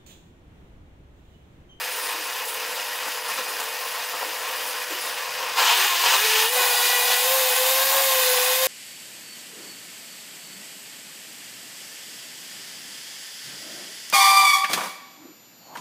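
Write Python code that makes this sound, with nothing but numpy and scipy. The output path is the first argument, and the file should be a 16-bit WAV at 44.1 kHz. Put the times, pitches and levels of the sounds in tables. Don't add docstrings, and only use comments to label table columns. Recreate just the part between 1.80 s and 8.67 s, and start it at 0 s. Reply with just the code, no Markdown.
import sys
import numpy as np
from scipy import signal
from scipy.fft import rfft, irfft
from scipy.io import wavfile
from scipy.ndimage import uniform_filter1d, map_coordinates

SR = 44100
rng = np.random.default_rng(int(sys.argv[2]) if len(sys.argv) > 2 else 0)


def store_pcm(level_fs):
    pcm = np.round(np.clip(level_fs, -1, 1) * 32767).astype(np.int16)
    wavfile.write(sys.argv[1], SR, np.atleast_2d(pcm).T)


N = 302967
T = np.arange(N) / SR
HZ = np.fft.rfftfreq(N, 1 / SR)
MAINS_HZ, FULL_SPEED_HZ = 50, 500
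SWITCH_S, FREE_S = 3.77, 4.69

# centre in Hz, width in Hz, lift in dB.
JAR_MODES = [(194, 10, -15), (327, 16, -1), (421, 38, -5), (455, 49, 8.5), (522, 54, 7), (570, 15, -19),
             (648, 20, -3), (758, 20, 4.5), (712, 22, 1), (900, 35, 4.5), (876, 23, 1), (969, 39, 3),
             (1059, 46, 6.5), (1180, 22, 0), (1266, 46, -3), (1449, 23, 4), (1702, 140, 3.5),
             (1898, 140, 5), (2483, 104, 4.5), (2883, 91, 3.5), (3250, 120, -1), (4840, 120, 4),
             (5054, 200, 2.5)]
# centre in Hz, width in Hz, lift in dB.
HOUSING_MODES = [(3380, 90, 2), (3720, 300, 5.5), (6600, 300, 2.5), (7320, 170, 4), (8850, 220, 4),
                 (9600, 200, 2.5), (11020, 260, 2), (12200, 250, 1.5), (14180, 320, 4.2), (14620, 320, 3)]


def amp(db):
    return 10 ** (np.asarray(db) / 20)


def unit(x):
    return x / np.sqrt(np.mean(x ** 2) + 1e-20)


def bumps(resonances, at=HZ):
    return sum(lift / (1 + (2 * (at - hz) / width) ** 2) for hz, width, lift in resonances)


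def spectrum(points, resonances=()):
    hz, db = np.transpose(points)
    return np.interp(np.log(HZ + 1), np.log(hz), db) + bumps(resonances)


def colour(x, db):
    return irfft(rfft(x) * amp(db), N)


def wander(rate_hz):
    return unit(irfft(rfft(rng.standard_normal(N)) / (1 + (HZ / rate_hz) ** 4), N))


def after(s, fade_s):
    return .5 + .5 * np.tanh((T - s) / fade_s)


def stages():
    high, free = after(SWITCH_S, .017), after(FREE_S, .03)
    return np.array([1 - high, high * (1 - free), high * free])


def staged(low_db, biting_db, free_db, speed=FULL_SPEED_HZ, db_per_octave=0):
    return np.array([low_db, biting_db, free_db]) @ stages() + db_per_octave * np.log2(speed / FULL_SPEED_HZ)


def swells(rows, attack_s, release_s):
    return sum(db * (1 - np.exp(-np.clip(T - s, 0, length) / attack_s))
               * np.exp(-np.maximum(T - s - length, 0) / release_s) for s, length, db in rows)


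def rough_tone(cycles, width_hz, rough):
    shake = np.sqrt(1 - rough) + np.sqrt(rough / 2) * (wander(width_hz) + 1j * wander(width_hz))
    return np.sqrt(2) * (shake * np.exp(2j * np.pi * (cycles + rng.random()))).real


def spatter(per_s, spread_db, share):
    hits = (rng.random(N) < per_s / SR) * rng.choice([-1, 1], N)
    sizes = amp(spread_db * np.minimum(rng.exponential(1, N), 3))
    return np.sqrt(share) * unit(hits * sizes) + np.sqrt(1 - share) * rng.standard_normal(N)


def air_pockets(x, depth_db):
    bands = signal.stft(x, nperseg=512, noverlap=384)[2]
    pockets = uniform_filter1d(rng.standard_normal(bands.shape), size=9, axis=0)
    pockets = unit(uniform_filter1d(pockets, size=14, axis=1))
    depth = np.interp(np.linspace(0, T[-1], bands.shape[1]), T, depth_db)
    return unit(signal.istft(bands * amp(depth * pockets), nperseg=512, noverlap=384)[1][:N])


def kitchen(x, t60=.25):
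    t = np.arange(SR // 2) / SR
    taps = rng.standard_normal(len(t)) * (rng.random(len(t)) < 2000 / SR)
    taps *= amp(-60 * t / t60) * (t > .002)
    return signal.fftconvolve(x, taps / np.linalg.norm(taps))[:N]


def mains_buzz(hum_db=-73.5):
    # pitch in Hz, level in dB.
    harmonics = [(200, -73), (300, -71), (400, -66), (500, -47), (600, -48.3), (700, -53.5), (800, -59),
                 (900, -59), (1000, -55)]
    high = after(SWITCH_S, .017)
    buzz = sum(amp(db) * rough_tone(hz * T, width_hz=4, rough=.05) for hz, db in harmonics)
    hum = rough_tone(4 * MAINS_HZ * T, width_hz=8, rough=.3)
    return buzz * (1 - high) + amp(hum_db) * hum * high


def thumps_and_gurgles(rise_s=.011):
    # time in seconds, level in dB, pitch in Hz, decay in seconds.
    events = [(.35, -48, 332, 0.051), (.718, -53, 380, .02), (.892, -53, 210, 0.018),
              (1.272, -52, 278, 0.02), (1.506, -53, 250, 0.018), (1.576, -48, 248, 0.023),
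              (1.68, -50, 332, 0.035), (1.801, -57, 260, 0.024), (2.45, -50, 310, 0.035),
              (3.11, -38, 385, 0.034), (3.238, -59, 248, 0.025), (3.491, -59, 143, 0.22),
              (4.8, -43, 394, 0.12), (5.05, -49, 376, 0.14)]
    out = np.zeros(N)
    for s, db, hz, decay_s in events:
        age = np.maximum(T - s + rise_s, 0)
        envelope = (1 - np.exp(-age / rise_s)) ** 2 * np.exp(-age / decay_s)
        width_hz = 2.5 / decay_s
        band = HZ / (HZ + hz) / (1 + ((HZ - hz) / width_hz) ** 2) ** 2
        body = unit(irfft(rfft(rng.standard_normal(N)) * band, N))
        out += amp(db) * envelope / envelope.max() * body
    return out


def fan_rush(speed, slip_db, flutter_db=1.36):
    # frequency in Hz, gain in dB.
    rush_eq = [(300, -60), (3000, -11.5), (6000, -4), (8000, -3), (10000, -0.8), (12500, -0.5),
               (14000, 2.5), (15700, -0.2)]
    # start in seconds, length in seconds, lift in dB.
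    sprays = [(0, 2.9, 1.7), (0, .6, 1.5), (.12, 0.14, 2.7), (.65, 0.095, 5.5), (1.48, .07, 1),
              (1.675, .04, 2.6), (1.785, 0.028, 3.3), (2.39, 0.046, 3.5), (2.86, 0.049, 3),
              (3.1, 0.055, 3.5), (3.225, 0.046, 4), (4.59, .04, 1)]
    spray_band = (10000, 3100, 2.4)
    high = after(SWITCH_S, .012)
    unrest = 1 - .7 * high
    fizz = air_pockets(spatter(per_s=3000, spread_db=1, share=.13), depth_db=3 * unrest)
    fizz *= amp(flutter_db * unrest * wander(45))
    gentle = unit(colour(fizz, spectrum(rush_eq, [spray_band]) + .38 * bumps(HOUSING_MODES)))
    hard = unit(colour(fizz, spectrum(rush_eq, HOUSING_MODES)))
    level_db = staged(-37.5, -23.2, -23, speed, db_per_octave=8) + .84 * slip_db
    level_db += swells(sprays, attack_s=.0027, release_s=.012)
    return amp(level_db) * ((1 - high) * gentle + high * hard)


def motor(turns, speed, bars=22, growth_db_per_s=1.2):
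    # centre in Hz, width in Hz, lift in dB.
    base_modes = [(441.5, 29, 14), (511.4, 24.9, 4)]
    # multiple of the shaft speed, relative level in dB.
    overtones = [(2, -2.5), (3, 2), (4, 2.3), (5, -2.5), (6, 0), (7, -2.5), (8, -1.5), (9, -6), (10, -4.5),
                 (14, -12), (18, -12)]
    # start and length in seconds, shaft and whine lifts in dB.
    surges = [(0.113, .21, 9.5, 13.5), (3.954, .1, 7, 5), (4.248, 0.14, 4, 4), (5.739, 0.027, -25, 5),
              (5.925, 0.26, -2.5, 1), (6.36, 0.22, 2.5, 0.5)]
    shaft_db, whine_db = (swells(np.array(surges)[:, [0, 1, lift]], attack_s=.0087, release_s=.0067)
                          for lift in (2, 3))
    shaft = rough_tone(turns, width_hz=22, rough=.06)
    shaft_db += staged(-57, -39.5, -36, speed, db_per_octave=30) + bumps(base_modes, speed)
    shaft_db += growth_db_per_s * np.maximum(T - FREE_S, 0)
    rattle = sum(amp(db) * rough_tone(k * turns, width_hz=4.5 * k, rough=.45) for k, db in overtones)
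    rattle = unit(colour(rattle, 1.9 * bumps(JAR_MODES + HOUSING_MODES)))
    rattle_db = staged(-47.5, -32.5, -32.8)
    rattle_db += swells([(4.76, .584, 5.6)], attack_s=.03, release_s=.034)
    whine = rough_tone(bars * turns, width_hz=160, rough=.9)
    whine_db += staged(-50.5, -34.5, -35, speed, db_per_octave=17)
    return amp(shaft_db) * shaft + amp(rattle_db) * rattle + amp(whine_db) * whine


def once_a_turn(x, turns, memory):
    earlier = np.interp(turns - 1, turns, np.arange(N))
    return (x + memory * map_coordinates(x, [earlier], order=3)) / np.sqrt(1 + memory ** 2)


def blade_churn(turns, slip_db, heave_db=1.02, split_hz=1450):
    # frequency in Hz, gain in dB.
    low_eq = [(30, -58), (80, -42), (120, -29.5), (250, -21.5), (390, -16.5), (470, -9), (600, -10),
              (760, -4.5), (1050, -1.5), (1280, -2), (2800, 2), (4200, -3), (4900, -2), (6500, -5.5),
              (10000, -13)]
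    biting_eq = [(30, -47), (100, -45), (200, -30), (330, -26.5), (470, -11.5), (600, -9.5), (850, 0.5),
                 (1250, -2), (2000, -4.5), (2900, 0.5), (4000, -2.5), (5000, -6.5), (6500, -6.5),
                 (10000, -19.5)]
    free_eq = [(30, -44), (100, -45), (200, -23), (330, -18), (400, -16.5), (520, -4.5), (640, -1),
               (780, 9.5), (950, -1.5), (1070, 5.5), (1280, -0.5), (2200, 0.5), (3700, 3.5), (5500, -3),
               (7000, -2), (10000, -11.5)]
    # start and length in seconds, slosh and chop lifts in dB.
    bites = [(0.233, 0.084, 0.5, 1.6), (.97, .05, 1, 2), (1.26, 0.021, 6.5, 2.5), (1.49, .035, 2, 2.5),
             (1.57, 0.023, 6, 3.5), (1.78, 0.031, 3, 2), (2.328, 0.018, 11, -1), (2.408, 0.024, 6.5, -0.5),
             (2.674, 0.023, 2, 0), (3.226, 0.086, 3, 1.5), (3.573, 0.41, 2.5, 1.3), (3.765, 0.16, 6, 2),
             (3.85, .045, -2.5, 1.3), (3.97, 0.093, 4.5, 2.5), (4.227, 0.13, 8, 3.5), (4.432, .18, 3, 2.5),
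             (4.764, 0.12, 2, 1), (5.01, .07, -1.5, 3), (5.274, .06, 4, 2.5), (6.09, 0.12, 3, -0.1),
             (6.297, 0.044, 1, 1), (6.413, .17, 0.5, 1)]
    high, free = after(SWITCH_S, .012), after(FREE_S, .03)
    mains_pulse = .069 * (1 - high) * np.cos(2 * np.pi * 2 * MAINS_HZ * T)
    throb = 1 + mains_pulse + .24 * np.cos(2 * np.pi * turns)
    lumps = 1 - .5 * free
    blows = once_a_turn(spatter(per_s=3000, spread_db=2.5, share=.29), turns, memory=.15 * free)
    blows = air_pockets(blows, depth_db=.93 * lumps) * throb * amp(.68 * lumps * wander(100))
    slosh_db, chop_db = (swells(np.array(bites)[:, [0, 1, lift]], attack_s=.0094, release_s=.012)
                         for lift in (2, 3))
    slosh_db += staged(-37, -32.5, -31) + slip_db + heave_db * wander(11)
    chop_db += staged(-32.5, -24, -25) + slip_db
    lowpass = 1 / (1 + (HZ / split_hz) ** 10)
    out = np.zeros(N)
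    for eq, weight in zip([low_eq, biting_eq, free_eq], stages()):
        ringing = rfft(blows) * amp(spectrum(eq, JAR_MODES))
        slosh = unit(irfft(ringing * lowpass, N))
        chop = unit(irfft(ringing * (1 - lowpass), N))
        out += weight * (amp(slosh_db) * slosh + amp(chop_db) * chop)
    return out


def scene(noise_wet_db=-10, tone_wet_db=-13):
    # time in seconds, turns per second.
    speed_low = [(0, 416), (.4, 413), (1.05, 470), (1.8, 440), (2.1, 480), (2.55, 430), (2.88, 492),
                 (3.2, 490), (3.45, 360)]
    speed_high = [(3.9, 345), (4.01, 386), (4.17, 340), (4.38, 406), (4.45, 437), (4.65, 440), (4.73, 503),
                  (4.92, 487), (5.4, 490), (5.53, 532), (5.72, 503), (6.03, 534), (6.18, 545), (6.45, 508),
                  (6.6, 502), (6.87, 525)]
    # start in seconds, length in seconds, dip in dB.
    slips = [(.63, .11, -2.5), (1.385, .055, -3), (2.25, .035, -3), (2.565, 0.056, -0.5),
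             (3.04, 0.059, -1.5), (4.08, 0.066, -2), (4.66, 0.058, -5), (6.755, 0.057, -3)]
    # frequency in Hz, left minus right in dB.
    balance = [(110, 0), (380, 2), (700, 1.5), (2400, 1.5), (4400, .5), (8000, 0)]
    # frequency in Hz, gain of the side reflections in dB.
    side_eq = [(100, -14), (350, -21), (1300, -19.5), (2300, -15), (4500, -14), (6300, -21), (10000, -22),
               (11200, -16), (13500, -26), (15500, -16)]
    speed = np.interp(T, *np.transpose([*speed_low, *speed_high]))
    jitter = .00204 + .004 * (1 - after(FREE_S, .032))
    turns = np.cumsum(speed * (1 + jitter * wander(15.38))) / SR
    slip_db = swells(slips, attack_s=.017, release_s=.0065)
    noise = blade_churn(turns, slip_db) + fan_rush(speed, slip_db) + thumps_and_gurgles()
    tones = motor(turns, speed) + mains_buzz()
    mid = noise + tones + kitchen(amp(noise_wet_db) * noise + amp(tone_wet_db) * tones)
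    side = colour(kitchen(noise + tones), spectrum(side_eq))
    lean_db = spectrum(balance) / 2
    return np.array([colour(mid + side, lean_db), colour(mid - side, -lean_db)])


def record(dry, ceiling=.66, cutoff_hz=15760):
    rounded = dry / (1 + (dry / ceiling) ** 10) ** (1 / 10)
    lowpass = signal.firwin(1023, cutoff_hz, window=("kaiser", 9), fs=SR)
    return signal.oaconvolve(rounded, lowpass[None], "same")


dry = scene()
out = record(dry)
store_pcm(out)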